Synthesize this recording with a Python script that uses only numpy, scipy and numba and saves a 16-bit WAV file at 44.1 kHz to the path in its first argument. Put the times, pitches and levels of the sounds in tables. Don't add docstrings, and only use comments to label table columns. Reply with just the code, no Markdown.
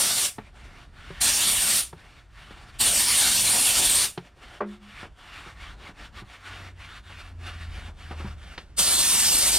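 import sys
import numpy as np
from scipy import signal
from scipy.fft import rfft, irfft, next_fast_len
from scipy.io import wavfile
from scipy.ndimage import uniform_filter1d, map_coordinates
from numba import njit

SR = 44100
rng = np.random.default_rng(int(sys.argv[2]) if len(sys.argv) > 2 else 0)


def bounce(signal):
    frames = np.transpose(np.atleast_2d(signal))
    limited = np.clip(frames, -1, 1)
    pcm = np.round(limited * 32767).astype(np.int16)
    wavfile.write(sys.argv[1], SR, pcm)


N = 422478

# t/s, gain/dB
WIDENING = [(0, -70), (6.1, -70), (6.6, -12), (8.2, -6), (8.7, 0), (9.58, 0)]


def undb(db):
    return 10 ** (np.asarray(db) / 20)


def unit(x):
    return x / np.sqrt(np.mean(x ** 2))


def curve(table):
    times, *columns = np.transpose(table)
    return [np.interp(np.arange(N) / SR, times, column) for column in columns]


def colour(spectrum, hz):
    f, db = np.transpose(spectrum)
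    return np.interp(np.log(hz), np.log(f), db)


def band_rms(spectrum, lo_hz, hi_hz):
    f = np.fft.rfftfreq(4096, 1 / SR)[1:]
    return np.sqrt(np.mean(undb(colour(spectrum, f)) ** 2 * (f > lo_hz) * (f < hi_hz)))


def walk(rate):
    hold = int(SR / rate)
    steps = np.repeat(rng.standard_normal(N // hold + 1), hold)
    return 1.3 * uniform_filter1d(uniform_filter1d(steps, hold), hold)[:N]


@njit
def resonator(x, hz, width):
    y, band, low = np.empty(len(x)), 0., 0.
    for i in range(len(x)):
        g = np.tan(np.pi * hz[i] / SR)
        v = (band + g * (x[i] - low)) / (1 + g * (g + width))
        band, low, y[i] = 2 * v - band, low + 2 * g * v, width * v
    return y


def resonant_noise(hz, width):
    centre = np.full(N, hz)
    return unit(resonator(resonator(rng.standard_normal(N), centre, width), centre, width))


def band_noise(spectrum, extra_db, flicker_db, rate, excite=0.77):
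    # f/Hz, side minus mid/dB
    steady_width = [(60, -13.5), (400, -21), (1000, -27.5), (1500, -98.5), (10700, -76.5), (11800, 2.5),
                    (16000, 0)]
    late_width = [(60, 1.5), (400, -14.5), (1300, -15), (2400, -20.5), (4400, -9), (8000, -7),
                  (16000, -10.5)]
    size = next_fast_len(N)
    f = np.maximum(np.fft.rfftfreq(size, 1 / SR), 1)
    noise = rfft(excite * rng.standard_normal((2, N)), size) * undb(colour(spectrum, f))
    parts = np.array([noise[0], *(noise[1] * undb(colour(w, f)) for w in (late_width, steady_width))])
    widening = undb(curve(WIDENING)[0])
    out = np.zeros((2, N))
    for step in range(-12, 13):
        hz = 1000 * 2 ** (step / 3)
        offset = np.clip(3 * np.log2(f / hz), -1, 1)
        mid, late_side, steady_side = irfft(parts * np.cos(np.pi / 2 * offset), size)[:, :N]
        gain = undb(extra_db(hz) + flicker_db * walk(rate))
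        out += gain * np.array([mid, steady_side + widening * late_side])
    return out


def garage_air():
    spectrum = [(88, -27.5), (150, 2), (390, 4), (1380, 8), (3460, -6.5), (6970, -20.5), (9160, -33),
                (13800, -37.5), (15800, -47)]
    air = band_noise(spectrum, lambda hz: 0, flicker_db=0.5, rate=13)
    return air * undb(-67) / band_rms(spectrum, 150, 16000)


def outside():
    rumble_levels = [(0.0, -56), (0.9, -44.5), (2.29, -51.5), (2.91, -45), (3.71, -49.5), (3.92, -42.5),
                     (4.27, -55.5), (6.14, -45.5), (6.46, -56), (6.51, -41.5), (6.75, -51.5), (6.88, -47.5),
                     (8.24, -43.5), (9.15, -47), (9.58, -41)]
    hum_levels = [(6.2, -73), (6.6, -48), (7.0, -52.5), (7.15, -42.5), (7.8, -38.5), (7.95, -52),
                  (8.1, -40), (8.5, -46.5), (8.75, -55), (9.3, -60)]
    harmonics = [(1, 0), (2, -34), (3, -26)]
    t = np.arange(N) / SR
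    rumble_db = curve(rumble_levels)[0] + 2 * walk(8)
    deep = resonant_noise(48., width=.98)
    upper = resonant_noise(110., width=.9)
    rumble = undb(rumble_db) * (deep + undb(-11) * upper)
    side = undb(rumble_db - 17) * deep[::-1]
    fundamental_hz = 83.3 - 9.5 * (t - 7.6)
    phase = 2 * np.pi * np.cumsum(fundamental_hz * (1 + 0.01544 * walk(20))) / SR
    tone = sum(undb(db + 2 * walk(12)) * np.sin(k * phase) for k, db in harmonics)
    onset_s = hum_levels[0][0]
    fade = np.interp(t, [onset_s - .3, onset_s], [0, 1])
    throb_db = 3 * walk(13)
    hum = np.sqrt(2) * fade * undb(curve(hum_levels)[0] + throb_db) * tone
    return np.array([rumble + hum, side])


def reverberation(x, t60_s=.14, level_db=-16):
    t = np.arange(int(.6 * SR)) / SR
    tail = rng.standard_normal(len(t)) * undb(-60 * t / t60_s) * (t > .004)
    return undb(level_db) * signal.fftconvolve(x, tail / np.sqrt(np.sum(tail ** 2)))[:N]


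def stroke_level():
    strokes = [(0.376, 0.18, -48.5, -70), (0.498, 0.4, -57, -57), (0.898, 0.37, -54, -49.5),
               (1.904, .35, -59.5, -59.5), (2.28, .49, -55, -55.5), (2.69, 0.14, -50, -55),
               (4.166, .17, -56, -61), (4.339, 0.29, -55.5, -53), (4.62, 0.18, -63, -52.5),
               (4.763, 0.33, -60.5, -44.5), (5.122, 0.32, -59.5, -45), (5.346, 0.22, -47, -51.5),
               (5.519, 0.25, -50, -48), (5.736, .20, -55.5, -43), (5.919, .20, -48, -50.5),
               (6.11, 0.13, -45.5, -38.5), (6.228, 0.19, -52.5, -50.5), (6.363, 0.38, -47.5, -51.5),
               (6.733, .29, -54.5, -41.5), (7.011, 0.34, -47.5, -57.5), (7.368, 0.36, -44.5, -54.5),
               (7.639, .29, -53, -47.5), (7.916, 0.26, -58.5, -48), (8.11, 0.26, -47.5, -52),
               (8.34, 0.32, -53, -55.5)]
    speed_up_s, slow_down_s, resting_db = 0.095, 0.064, -72
    t = np.arange(N) / SR
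    power = undb(2 * resting_db)
    for start, length, first_db, last_db in strokes:
        end = start + length
        speed = np.clip((t - start) / speed_up_s, 0, 1) * np.clip((end - t) / slow_down_s, 0, 1)
        power = power + speed ** 3 * undb(2 * np.interp(t, [start, end], [first_db, last_db]))
    return 10 * np.log10(uniform_filter1d(power, SR // 100))


def cloth():
    spectrum = [(88, -35), (150, -10), (244, 2), (543, -3), (699, 1), (919, -4), (1530, -3), (3330, -8.5),
                (6840, -20.5), (8810, -20), (15800, -41.5)]
    rub_db = stroke_level()
    grains = unit(undb(1.5 * rng.exponential(size=N)))
    fine_db = -.25 * (rub_db + 59.5)
    drone_db = 2 * walk(6.5) - 0.52 * (rub_db + 66.5)

    def shelves_db(hz):
        return fine_db * np.clip(np.log2(hz / 3500), 0, 1) + drone_db * np.clip(np.log2(1200 / hz), 0, 1)

    rub = band_noise(spectrum, shelves_db, flicker_db=1.0, rate=14, excite=grains)
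    for hz in (1500, 3000):
        rub[0] += .55 * resonator(rub[0], hz * 2 ** (.35 * walk(10)), width=.13)
    return rub * undb(rub_db + 1.5 * walk(45)) / band_rms(spectrum, 1200, 5000)


def ring(force, modes):
    out = 0
    for k, (hz, db, t60) in enumerate(modes):
        pole = np.exp(2j * np.pi * hz / SR - np.log(1000) / (t60 * SR))
        out = out + (-1) ** k * undb(db) * signal.lfilter([1], [1, -pole], force).imag
    return out


def impact(modes, rattle_ms, dull_hz, ring_db, crack_db, crack_hz, thud_db):
    t = np.arange(SR) / SR
    contact = int(SR / dull_hz)
    body = ring(np.pad(np.hanning(contact), (0, SR - contact)), modes)
    thud, crack = (
        unit(signal.sosfilt(signal.butter(3, band, "band", fs=SR, output="sos"), rng.standard_normal(SR)))
        for band in ([250, 1500], [1500, crack_hz]))
    envelope = np.exp(-1000 * t / rattle_ms) * np.clip(t * dull_hz / 4, 0, 1)
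    rattle = (undb(thud_db) * thud + undb(crack_db) * crack) * envelope
    return undb(ring_db) * body / np.abs(body).max() + rattle


def knocks():
    # f/Hz, level/dB, T60/s
    cover_modes = [(129.9, -1, 0.15), (194, -0.5, 0.16), (325, 1.5, 0.078), (451, -3, 0.089),
                   (843, -3, 0.024), (1266, -8, 0.048)]
    metal_modes = [(202.4, -13.5, .9), (208, -8.5, 0.73), (356, -11, 0.47), (409, -1.5, 0.18),
                   (493, -6, .12), (585, -4.5, 0.15), (810, -2.5, 0.082), (1034, -1, 0.078),
                   (1154, 3, 0.07), (1780, -12, .05)]
    # t/s, level/dB, relative ring/dB, relative crack/dB
    clacks = [(0.382, -23, -7, -24), (1.103, -31.5, 0.5, -18.5), (1.928, -31, -3, -23), (2.506, -40, 0, -8),
              (4.175, -23.5, -1.5, -12.5), (8.577, -28, -16.5, -5)]
    # t/s, level/dB, inverse contact time/Hz, relative ring/dB
    bumps = [(5.028, -25, 1100, -13), (5.461, -39.5, 598, -3), (5.889, -36, 604, -4), (6.0, -39, 600, -3),
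             (6.216, -37, 400, -1), (6.599, -40, 600, -3), (7.094, -33, 900, -14), (7.879, -33, 600, -8),
             (8.107, -22, 1410, -12), (8.199, -26.5, 500, -9), (8.243, -26, 300, 0.5)]
    out = np.zeros(N + SR)

    def strike(s, db, modes, **contact):
        out[int(s * SR):int(s * SR) + SR] += undb(db) * impact(modes, **contact)

    def detuned():
        return [(hz * (1 + 0.091 * rng.standard_normal()), db, t60) for hz, db, t60 in cover_modes]

    for s, db, ring_db, crack_db in clacks:
        strike(s, db, detuned(), rattle_ms=9.1, dull_hz=1430,
               ring_db=ring_db, crack_db=crack_db, crack_hz=4220, thud_db=-6)
    for s, db, dull_hz, ring_db in bumps:
        strike(s, db, detuned(), rattle_ms=20, dull_hz=dull_hz,
               ring_db=ring_db, crack_db=-33, crack_hz=4220, thud_db=-10)
    strike(s=4.605, db=-16.5, modes=metal_modes, rattle_ms=21.3, dull_hz=1230,
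           ring_db=0, crack_db=-44, crack_hz=2530, thud_db=-10)
    return out[:N]


def valve(blasts, spit_db=4.5, spit_s=.08, fall_db_per_s=306):
    t = np.arange(N) / SR
    envelope = 0
    for opens, closes, rise, db, *_ in blasts:
        attack = np.clip((t - opens) / rise, 0, 1) ** 2
        overshoot_db = spit_db * np.exp(-np.abs(t - opens) / spit_s)
        bleed_db = fall_db_per_s * np.clip(t - closes, 0, 1)
        envelope = envelope + attack * undb(db + overshoot_db - bleed_db)
    return envelope


def whistle(level_db):
    pitches = [
        [(0.0, 9000), (0.11, 8630), (0.27, 9350)],
        [(1.21, 8940), (1.25, 8650), (1.366, 9680), (1.458, 8700), (1.546, 9680), (1.586, 8890), (1.724, 8650),
         (1.75, 9130), (1.82, 9490)],
        [(2.8, 8640), (2.852, 9180), (2.956, 8640), (3.104, 9400), (3.308, 9060), (3.898, 9110), (3.94, 8660),
         (3.996, 9480), (4.06, 9060)],
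        [(8.78, 8550), (8.834, 8850), (9.58, 8760)],
    ]
    hz = curve(np.concatenate(pitches))[0] * (1 + .025 * walk(25))
    return resonant_noise(hz, width=.21) * undb(level_db + 2 * walk(30) + .8 * walk(8))


def steam_jet():
    # valve opens/s, closes/s, rise/s, hiss level/dB, whistle over hiss/dB, roar gain/dB
    blasts = [(-0.1, 0.259, .01, -28.5, -7.5, -2.5), (1.2, 1.797, 0.017, -28, -1, -3),
              (2.783, 4.046, 0.03, -27, 0.5, -2.5), (8.761, 9.7, 0.034, -28.5, -0.5, 0)]
    spectrum = [(53, -39.5), (90, -10), (161, -13.5), (200, -8), (476, -13), (687, -10.5), (1700, -10),
                (3400, -5.5), (6660, -6.5), (8820, -2), (11400, -10.5), (13000, -10.5), (15800, -24)]
    # t/s, hiss gain/dB, further roar gain/dB
    surges = [(1.69, 1.5, 2), (3.254, 2.5, -2), (3.56, 0, 5), (3.82, 1.5, 4), (9.08, 2, -2),
              (9.27, 2.5, 0.5), (9.43, 2, -2.5)]
    surge_s = .03
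    t = np.arange(N) / SR
    surge_db, swell_db = sum(np.outer(db, np.exp(-.5 * ((t - s) / surge_s) ** 2)) for s, *db in surges)
    rows = np.array(blasts)
    current_blast = np.searchsorted(rows[1:, 0], t)
    whistle_db, roar_db = rows[current_blast, 4:].T
    roar_db = roar_db + swell_db + 0.93 * walk(6.9)

    def shelves_db(hz):
        return roar_db * np.clip(np.log2(1400 / hz), 0, 1) + surge_db * (hz < 7000)

    spray = band_noise(spectrum, shelves_db, flicker_db=1.8, rate=24) / band_rms(spectrum, 2000, 7000)
    for lag_ms, share in [(.3, .1), (1.3, .2)]:
        lag = lag_ms * SR / 1000 * 2 ** (.35 * walk(9))
        spray[0] += share * map_coordinates(spray[0], [np.arange(N) - lag], order=3, mode="nearest")
    for hz in (2900, 4500):
        spray[0] += .25 * resonator(spray[0], hz * 2 ** (.15 * walk(14)), width=.15)
    spray[0] += whistle(whistle_db)
    sputter = undb(walk(60))
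    return spray * valve(blasts) * sputter


def scene():
    # f/Hz, side minus mid/dB
    lagging_width = [(100, -28.5), (1200, -10), (2400, -11), (4400, 0), (8000, -0.5), (11000, 0.5),
                     (16000, -11.5)]
    mid, side = garage_air() + steam_jet() + cloth()
    mid = mid + knocks()
    mid = mid + reverberation(mid)
    mid, side = np.array([mid, side]) + outside()
    f = np.maximum(np.fft.rfftfreq(N, 1 / SR), 1)
    quadrature = irfft(-1j * undb(colour(lagging_width, f)) * rfft(mid), N)
    side = side + undb(curve(WIDENING)[0]) * quadrature
    return np.array([mid + side, mid - side])


def record(dry):
    treble_tilt, ceiling, cutoff_hz = .15, .45, 15900
    treble = signal.sosfiltfilt(signal.butter(14, 11500, "high", fs=SR, output="sos"), dry)
    tilted = dry + treble_tilt * treble * np.array([[-1], [1]])
    rounded = ceiling * np.tanh(tilted / ceiling)
    return signal.sosfilt(signal.ellip(14, .2, 80, cutoff_hz, fs=SR, output="sos"), rounded)


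dry = scene()
out = record(dry)
bounce(out)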